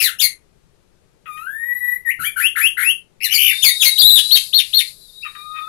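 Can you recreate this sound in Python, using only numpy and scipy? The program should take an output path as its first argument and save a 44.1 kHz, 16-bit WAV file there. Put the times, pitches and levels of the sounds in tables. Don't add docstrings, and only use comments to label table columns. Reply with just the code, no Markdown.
import sys
import numpy as np
from scipy import signal
from scipy.fft import rfft, irfft
from scipy.io import wavfile
from scipy.ndimage import uniform_filter1d, minimum_filter1d

SR = 44100
rng = np.random.default_rng(int(sys.argv[2]) if len(sys.argv) > 2 else 0)


def unload_wav(signal):
    wavfile.write(
        sys.argv[1],
        SR,
        np.round(np.clip(np.atleast_2d(signal).T, -1, 1) * 32767).astype(np.int16),
    )


N = 250488
TIME = np.arange(N) / SR

# start_s, crest_s, landing_s,
# sag_s, end_s, start_hz, crest_hz, shelf_hz, end_hz, rebound (share of pitch), level_db, overtones_db, rough (0-1)
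RASP_NOTES = [(-.03, -.012, .044, .056, .1, 2700, 2950, 2100, 1260, .04, -11.5, 0, 1),
              (.187, .204, .224, 0.26, .266, 2650, 3520, 2170, 1830, .08, -12.5, 2, .9),
              (3.229, 3.243, 3.245, 3.254, 3.28, 2560, 2987, 2070, 1685, .05, -15, 2, .25),
              (3.31, 3.327, 3.347, 3.364, 3.384, 2553, 3050, 2280, 2300, .08, -10, -1, .85),
              (3.621, 3.634, 3.654, 3.685, 3.702, 2652, 3420, 2202, 1910, .1, -5.5, 0, .6),
              (3.8, 3.82, 3.862, 3.92, 3.888, 3610, 3370, 2130, 1827, .2, -8, 0, .8)]
# level_db (added to the note's), octave_db, upper_db, rough_share (of the note's roughness)
RASP_STAGES = [(-21, -8, -2, .15), (0, -9.5, -7, .35), (-6, -8, 2, .85), (-12, 10, 10, .5), (-8, 4, 6, .35),
               (-15, -6, -6, .3)]
TUMBLE_SWINGS_PER_S = 42
SHELF_SLOPE = .03

# time_s, pitch_hz, level_db, upper_db
RISING_WHISTLE_CURVE = [(1.257, 1344, -42, -22.5), (1.283, 1260, -31.5, -18), (1.32, 1205, -33.5, -13.5),
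                        (1.385, 1241, -34.5, -11), (1.46, 1410, -33, -12.5), (1.472, 1542, -22, -27),
                        (1.52, 1698, -32, -11), (1.62, 1870, -24, -15.5), (1.74, 1965, -23, -12.5),
                        (1.93, 1940, -20.5, -9), (1.972, 2047, -29, -7)]
SCOOP_CURVE = [(2.05, 1990, -31, -28), (2.061, 1902, -22.5, -12.5), (2.084, 1829, -15, -13.5),
               (2.104, 2094, -15, -8), (2.121, 3050, -31.5, -21)]
LOW_PIP_CURVE = [(5.246, 1333, -40, -23), (5.265, 1198, -28.5, -23), (5.29, 1202, -45, -14)]
LOW_WHISTLE_CURVE = [(5.351, 1187, -35, -35), (5.391, 1197, -37.5, -13), (5.54, 1259, -33, -35),
                     (5.6, 1228, -29.5, -21), (5.68, 1300, -30.5, -31)]
# time_s, half_length_s, added_rough (0-1 scale)
WHISTLE_BURRS = [(1.258, 0.023, 0.72), (1.379, 0.0097, 0.51), (5.255, 0.048, 0.55), (5.346, 0.02, 1.06),
                 (5.575, 0.042, 0.34)]
WHISTLE_ROUGH, BURR_OCTAVE_DB = .02, -1.5
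OCTAVE_OVER_DB, LOW_HZ, OCTAVE_FALL_DB = 3, 1244, 46

# start_s, length_s (full gesture), sung (share of it), pitch_hz, growl_hz, flick_hz,
# growl_swing (share of pitch), level_db, overtones_db
UPSLUR_NOTES = [(2.19, .12, 0.76, 2375, 1340, 2550, .03, -15.5, 2),
                (2.36, 0.12, 0.95, 2650, 1450, 3680, .05, -9.5, 0),
                (2.554, .127, 0.97, 2622, 1620, 3550, .2, -8.5, 0.5),
                (2.768, .148, 1, 2660, 1690, 3330, .22, -9, -1)]
# length_share, climb (0 growl, 1 note, 2 flick), level_db (added), octave_db, upper_db, rough (0-1)
UPSLUR_GESTURE = [(0, 0.055, -20.5, -12, -19, 0.2), (.08, 0.066, -6, -29, -9.5, 0.4),
                  (.3, 0.00076, -10.5, -11.5, -0.5, .45), (.44, .33, -6.5, -33, -1, 0.7),
                  (.58, .88, -11.5, -17.5, 0.5, .3), (.75, 1, 0, -36.5, -4, .04),
                  (.87, 1.22, -0.5, -32, -12, 0.08), (1, 1.98, -11, -19.5, 5.5, .3)]
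GROWL_SWINGS_PER_S, GROWL_SHARE = 56, 0.54
# time_s, pitch_hz, level_db, octave_db, upper_db, rough (0-1)
SIDE_NOTES = [
    [(2.245, 2940, -22, -15, 4, .27), (2.267, 3264, -23.5, -28, 2, 0.42), (2.285, 3411, -33, -25, 8, 0.13)],
    [(5.222, 2300, -44, 8.5, -21, .31), (5.236, 2703, -22, -36, -28, .12),
     (5.252, 2590, -32, -23, -22, 0.36)],
]

# start_s, end_s, pitch_hz, end_hz, first_rate (swings per s), last_rate (swings per s), level_db, swell_db
TRILL_NOTES = [(3.205, 3.236, 2350, 2690, 98, 105, -30.5, 13),
               (3.286, 3.322, 2550, 2650, 84, 75, -28.5, 12), (3.38, 3.531, 2720, 1697, 80, 46, -13.5, 2.5)]
TRILL_DEPTH, TRILL_ROUGH = .16, .3
TRILL_BEND = 5.8
TRILL_DB_PER_OCTAVE, TRILL_PULSE_DB = 19, 4
TRILL_OCTAVE_DB, TRILL_UPPER_DB = -18, -1.5
TRILL_LOUD_DB, TRILL_BRIGHTEN = -13, 1.2

# start_s, length_s, pitch_hz, level_db, overtones_db
ARCH_NOTES = [(4.307, 0.072, 4432, -3.5, 3), (4.527, .087, 4366, -6, -1), (4.728, .089, 4344, -7.5, 2)]
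# length_share, pitch_ratio, level_db (added), octave_db, upper_db, rough (0-1)
ARCH_GESTURE = [(0, .57, -26, -15, -14, .08), (.104, .83, -4, -51, -19.5, 0.19),
                (.216, .975, -1.5, -47, -9, 0.22), (.53, 1.005, -1.5, -27.5, -13, 0.042),
                (.63, .83, -5, -26, -9.5, 0.198), (.73, .86, 0, -22.5, -7, 0.3315),
                (.88, .67, -11.5, -11.5, -8.5, .95), (1, 0.44, -19.5, -10, -5, .7)]
# time_s, pitch_hz, level_db
LONG_CALL_CURVE = [(3.977, 2807, -22.5), (3.988, 4100, -8), (4, 4840, -7), (4.023, 3340, -8),
                   (4.034, 3700, -6), (4.058, 3794, -1.5), (4.074, 4062, -5), (4.094, 4060, -9.5),
                   (4.101, 3534, -6), (4.113, 4023, -5.5), (4.155, 3886, -8.5), (4.16, 3520, -7.5),
                   (4.17, 3702, -5.5), (4.186, 3196, -7), (4.2, 3508, -10)]
LONG_OCTAVE_DB, LONG_UPPER_DB, LONG_ROUGH = -18, -6, 0.049
LONG_BREAK_S = 0.0206

# tone_hz, level_db
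OVERTONE_COLOUR = [(3700, -4.5), (5300, -15), (6700, -9), (8600, -12), (9900, -2.5), (11000, -0.5),
                   (12000, 0.5), (13300, -5), (16000, -6)]
FADE_S = 0.0046

# delay_s, gain_db
FIRST_ECHOES = [(.0031, -23), (.0074, -7), (0.0129, -5.5), (0.0176, -7)]
# tone_hz, t60_s
WALL_RING = [(1200, 0.18), (2500, 0.2), (4500, 0.15), (8000, 0.2), (11000, 0.17), (15000, 0.08)]

# time_s, pitch_hz, level_db
THIN_TONE = [(3.38, 3500, -30), (3.55, 3590, -21), (3.88, 3827, -14.5), (4.28, 3940, -18.5),
             (4.44, 4150, -32), (4.52, 3700, -77), (4.88, 4250, -31), (4.96, 3700, -58.5),
             (5.04, 4050, -42.5), (5.11, 3620, -45), (5.17, 3830, -36), (5.54, 3730, -37.5),
             (5.68, 3560, -39)]
# tone_hz, density_db (per Hz)
THIN_HISS_COLOUR = [(2800, -30), (3400, -10), (3900, 2), (4700, -0.5), (5700, -14), (8500, -6.5),
                    (11300, -1), (15000, -26)]
# time_s, level_db
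THIN_HISS_LEVEL = [(3.38, -55), (3.55, -27.5), (4.42, -23.5), (4.53, -36), (4.88, -31), (4.96, -43),
                   (5.68, -49)]
# tone_hz, density_db (per Hz)
BACKGROUND_COLOUR = [(25, 2), (110, -8.5), (150, -1), (260, -15.5), (400, -9.5), (800, -21), (11000, -33),
                     (15000, -47)]
EDGE_HZ = 15600


def thrush():
    rasps = [rasp(*row) for row in RASP_NOTES]
    whistle_curves = RISING_WHISTLE_CURVE, SCOOP_CURVE, LOW_PIP_CURVE, LOW_WHISTLE_CURVE
    whistles = [whistle(curve) for curve in whistle_curves]
    upslurs = [upslur(*row) for row in UPSLUR_NOTES] + [side_note(curve) for curve in SIDE_NOTES]
    trills = [trill(*row) for row in TRILL_NOTES]
    arches = [long_call()] + [arch(*row) for row in ARCH_NOTES]
    song = phrase(rasps, level_db=1, jitter=0.094, shimmer=0.41, shake_hz=441, split=0.22,
                  low_hz=1417, high_hz=16250, waver=.015)
    song += phrase(whistles, level_db=1.5, jitter=0.083, shimmer=0.45, shake_hz=450, split=0.92,
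                   low_hz=1145, high_hz=12570, waver=0.0061)
    song += phrase(upslurs, level_db=0.5, jitter=0.08, shimmer=0.1, shake_hz=280, split=0.346,
                   low_hz=1314, high_hz=11940, waver=0.0046)
    song += phrase(trills, level_db=0, jitter=0.058, shimmer=0.7, shake_hz=440, split=0.19,
                   low_hz=1540, high_hz=15500, waver=.01)
    song += phrase(arches, level_db=0.5, jitter=0.09, shimmer=1.0, shake_hz=493, split=0.41,
                   low_hz=1875, high_hz=16650, waver=0.00298)
    return song


def phrase(gestures, level_db, jitter, shimmer, shake_hz, split, low_hz, high_hz, waver):
    wobble = waver * flutter(70)
    pitch_shake = jitter * flutter(shake_hz)
    level_shake = shimmer * flutter(shake_hz)
    voice = sum(syllable(gesture, wobble, pitch_shake, level_shake, split) for gesture in gestures)
    return amp(level_db) * band(voice, low_hz, high_hz, order=7)


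def syllable(gesture, wobble, pitch_shake, level_shake, split, pure_db=-25, tightening=1.5):
    t, *controls = np.broadcast_arrays(*gesture)
    span = np.round(t * SR).astype(int)
    hz, db, octave_db, upper_db, rough = uniform_filter1d(np.array(controls), size=160, axis=1)
    chaos = np.clip(rough, 0, 1) * np.clip(rough / .4, 0, 1)
    hz = hz * (1 + wobble[span])
    phase = 2 * np.pi * np.cumsum(hz * (1 + chaos * pitch_shake[span])) / SR
    k = np.arange(3, 13)[:, None]
    tight = 1 + tightening * np.clip(octave_db / pure_db, 0, 1)
    below_limit = np.clip((SR / 2 - k * hz) / (SR / 10), 0, 1)
    weight = amp(at_hz(OVERTONE_COLOUR, k * hz) * tight) * below_limit
    upper = (weight * np.sin(k * phase)).sum(0) / np.sqrt((weight ** 2).sum(0) + 1e-12)
    voice = np.sin(phase) + amp(octave_db) * np.sin(2 * phase) + amp(upper_db) * upper
    voice = voice * (1 + chaos * (level_shake[span] + split * np.cos(phase / 2)))
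    gate = np.clip(np.minimum(t - t[0], t[-1] - t) / FADE_S, 0, 1)
    out = np.zeros(N)
    out[span] = np.sqrt(2) * amp(db) * voice * np.sin(np.pi / 2 * gate) ** 2
    return out


def rasp(start, crest, landing, sag, end, start_hz, crest_hz, shelf_hz, end_hz,
         rebound, level_db, overtones_db, rough):
    t = during(start, end)
    shelf_top, shelf_bottom = shelf_hz * (1 + SHELF_SLOPE), shelf_hz * (1 - SHELF_SLOPE)
    hz = np.interp(t, [start, crest, landing, sag, end],
                   [start_hz, crest_hz, shelf_top, shelf_bottom, end_hz])
    stages = [start, crest, (crest + landing) / 2, landing, sag, end]
    db, octave_db, upper_db, share = (np.interp(t, stages, column) for column in np.transpose(RASP_STAGES))
    depth = rebound * np.sqrt(np.interp(t, stages[1:4], [0, 1, 0]))
    swing = 1 + depth * np.cos(2 * np.pi * TUMBLE_SWINGS_PER_S * (t - crest))
    return t, hz * swing, level_db + db, octave_db + overtones_db, upper_db + overtones_db, rough * share


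def whistle(curve):
    t = during(curve[0][0], curve[-1][0])
    hz, db, upper_db = follow(curve, t)
    burrs = np.array([np.exp(-((t - s) / length) ** 2) for s, length, _ in WHISTLE_BURRS])
    octave_db = upper_db + OCTAVE_OVER_DB - OCTAVE_FALL_DB * np.log2(hz / LOW_HZ)
    octave_db = octave_db + burrs.max(0) * (BURR_OCTAVE_DB - octave_db)
    rough = WHISTLE_ROUGH + np.array(WHISTLE_BURRS)[:, -1] @ burrs
    return t, hz, db, octave_db, upper_db, rough


def upslur(start, length, sung, pitch_hz, growl_hz, flick_hz, growl_swing, level_db, overtones_db):
    t = during(start, start + sung * length)
    share = (t - start) / length
    climb, db, octave_db, upper_db, rough = follow(UPSLUR_GESTURE, share)
    hz = np.interp(climb, [0, 1, 2], [growl_hz, pitch_hz, flick_hz])
    depth = growl_swing * np.clip(1 - (share / GROWL_SHARE) ** 4, 0, 1)
    swing = 1 - depth * np.cos(2 * np.pi * GROWL_SWINGS_PER_S * (t - start))
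    return t, hz * swing, level_db + db, octave_db + overtones_db, upper_db + overtones_db, rough


def side_note(curve):
    t = during(curve[0][0], curve[-1][0])
    return t, *follow(curve, t)


def trill(start, end, pitch_hz, end_hz, first_rate, last_rate, level_db, swell_db):
    t = during(start, end)
    share = np.linspace(0, 1, len(t))
    centre = pitch_hz + (end_hz - pitch_hz) * share ** TRILL_BEND
    rate = first_rate + (last_rate - first_rate) * share
    swing = np.cos(2 * np.pi * (np.cumsum(rate) / SR - first_rate * FADE_S / 2))
    db = level_db + swell_db * share + TRILL_DB_PER_OCTAVE * np.log2(centre / pitch_hz)
    upper_db = TRILL_UPPER_DB + TRILL_BRIGHTEN * np.minimum(db - TRILL_LOUD_DB, 0)
    hz = centre * (1 + TRILL_DEPTH * swing)
    return t, hz, db + TRILL_PULSE_DB * swing, TRILL_OCTAVE_DB, upper_db, TRILL_ROUGH


def long_call():
    t = during(LONG_CALL_CURVE[0][0], LONG_CALL_CURVE[-1][0])
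    rough = LONG_ROUGH + np.exp((t - t[-1]) / LONG_BREAK_S)
    return t, *follow(LONG_CALL_CURVE, t), LONG_OCTAVE_DB, LONG_UPPER_DB, rough


def arch(start, length, pitch_hz, level_db, overtones_db):
    t = during(start, start + length)
    ratio, db, octave_db, upper_db, rough = follow(ARCH_GESTURE, (t - start) / length)
    return t, pitch_hz * ratio, level_db + db, octave_db + overtones_db, upper_db + overtones_db, rough


def walls(x, early_db=-2, tail_db=-12, build_s=0.036):
    t = TIME[:SR // 2]
    is_tap = rng.random(len(t)) < 4000 / SR
    taps = rng.standard_normal(len(t)) * is_tap * (1 - np.exp(-(t / build_s) ** 2))
    hz, when, z = signal.stft(taps, SR, nperseg=256)
    decay = amp(-60 * when / at_hz(WALL_RING, hz)[:, None])
    tail = signal.istft(z * decay, SR)[1]
    response = amp(tail_db) * tail / np.linalg.norm(tail)
    for delay, db in FIRST_ECHOES:
        response[round(delay * SR)] += amp(db + early_db)
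    return signal.fftconvolve(x, response)[:N]


def thin_whistle(waver=0.006, flicker=0.47, tone_db=-2):
    hz, line_db = follow(THIN_TONE, TIME)
    hiss_db, = follow(THIN_HISS_LEVEL, TIME)
    phase = 2 * np.pi * np.cumsum(hz * (1 + waver * flutter(90))) / SR
    tone = np.sqrt(2) * np.sin(phase) * (1 + flicker * flutter(40))
    hiss = coloured(THIN_HISS_COLOUR, patchy_db=1)
    start = np.clip((TIME - THIN_TONE[0][0]) / 0.041, 0, 1)
    return start * (amp(line_db + tone_db) * tone + amp(hiss_db) * hiss)


def bump(start_s=2.19, db=-38, low_hz=60, high_hz=200, decay_s=0.058):
    age = np.maximum(TIME - start_s, 0)
    rumble = unit(band(rng.standard_normal(N), low_hz, high_hz, order=2))
    return amp(db) * rumble * (age > 0) * np.exp(-age / decay_s)


def background():
    return coloured(BACKGROUND_COLOUR, patchy_db=2)


def coloured(spectrum, patchy_db):
    hz, _, z = signal.stft(rng.standard_normal(N), SR, nperseg=1024)
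    patches = unit(uniform_filter1d(rng.standard_normal(z.shape), size=4, axis=1))
    gain = amp(at_hz(spectrum, hz)[:, None] + patchy_db * patches)
    return unit(signal.istft(z * gain, SR)[1][:N])


def flutter(top_hz):
    hz = np.fft.rfftfreq(N, 1 / SR)
    return unit(irfft(rfft(rng.standard_normal(N)) / (1 + (hz / top_hz) ** 4), N))


def band(x, low_hz, high_hz, order):
    edges = [low_hz, min(high_hz, SR / 2 - 1)]
    return signal.sosfilt(signal.butter(order, edges, "band", fs=SR, output="sos"), x)


def during(start, end):
    return TIME[(TIME > start - FADE_S / 2) & (TIME < end + FADE_S / 2)]


def follow(rows, t):
    s, *columns = np.transpose(rows)
    return [np.interp(t, s, c) for c in columns]


def at_hz(points, hz):
    f, value = np.transpose(points)
    return np.interp(np.log(hz + 1), np.log(f), value)


def amp(db):
    return 10 ** (np.asarray(db) / 20)


def unit(x):
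    return x / np.sqrt(np.mean(x ** 2) + 1e-20)


def scene(floor_db=-54, leak_db=-52, idle_db=-65):
    song = thrush()
    left = song + walls(song) + thin_whistle() + bump() + amp(floor_db) * background()
    right = amp(leak_db) * left + amp(idle_db) * background()
    return np.array([left, right])


def record(dry, limit=1.573):
    gain = minimum_filter1d(limit / np.maximum(abs(dry[0]), limit), size=200)
    clipped = np.clip(dry * uniform_filter1d(gain, size=200), -1, 1)
    low_pass = signal.firwin(301, EDGE_HZ, window="blackman", fs=SR)
    return signal.oaconvolve(clipped, low_pass[None], "same")


dry = scene()
out = record(dry)
unload_wav(out)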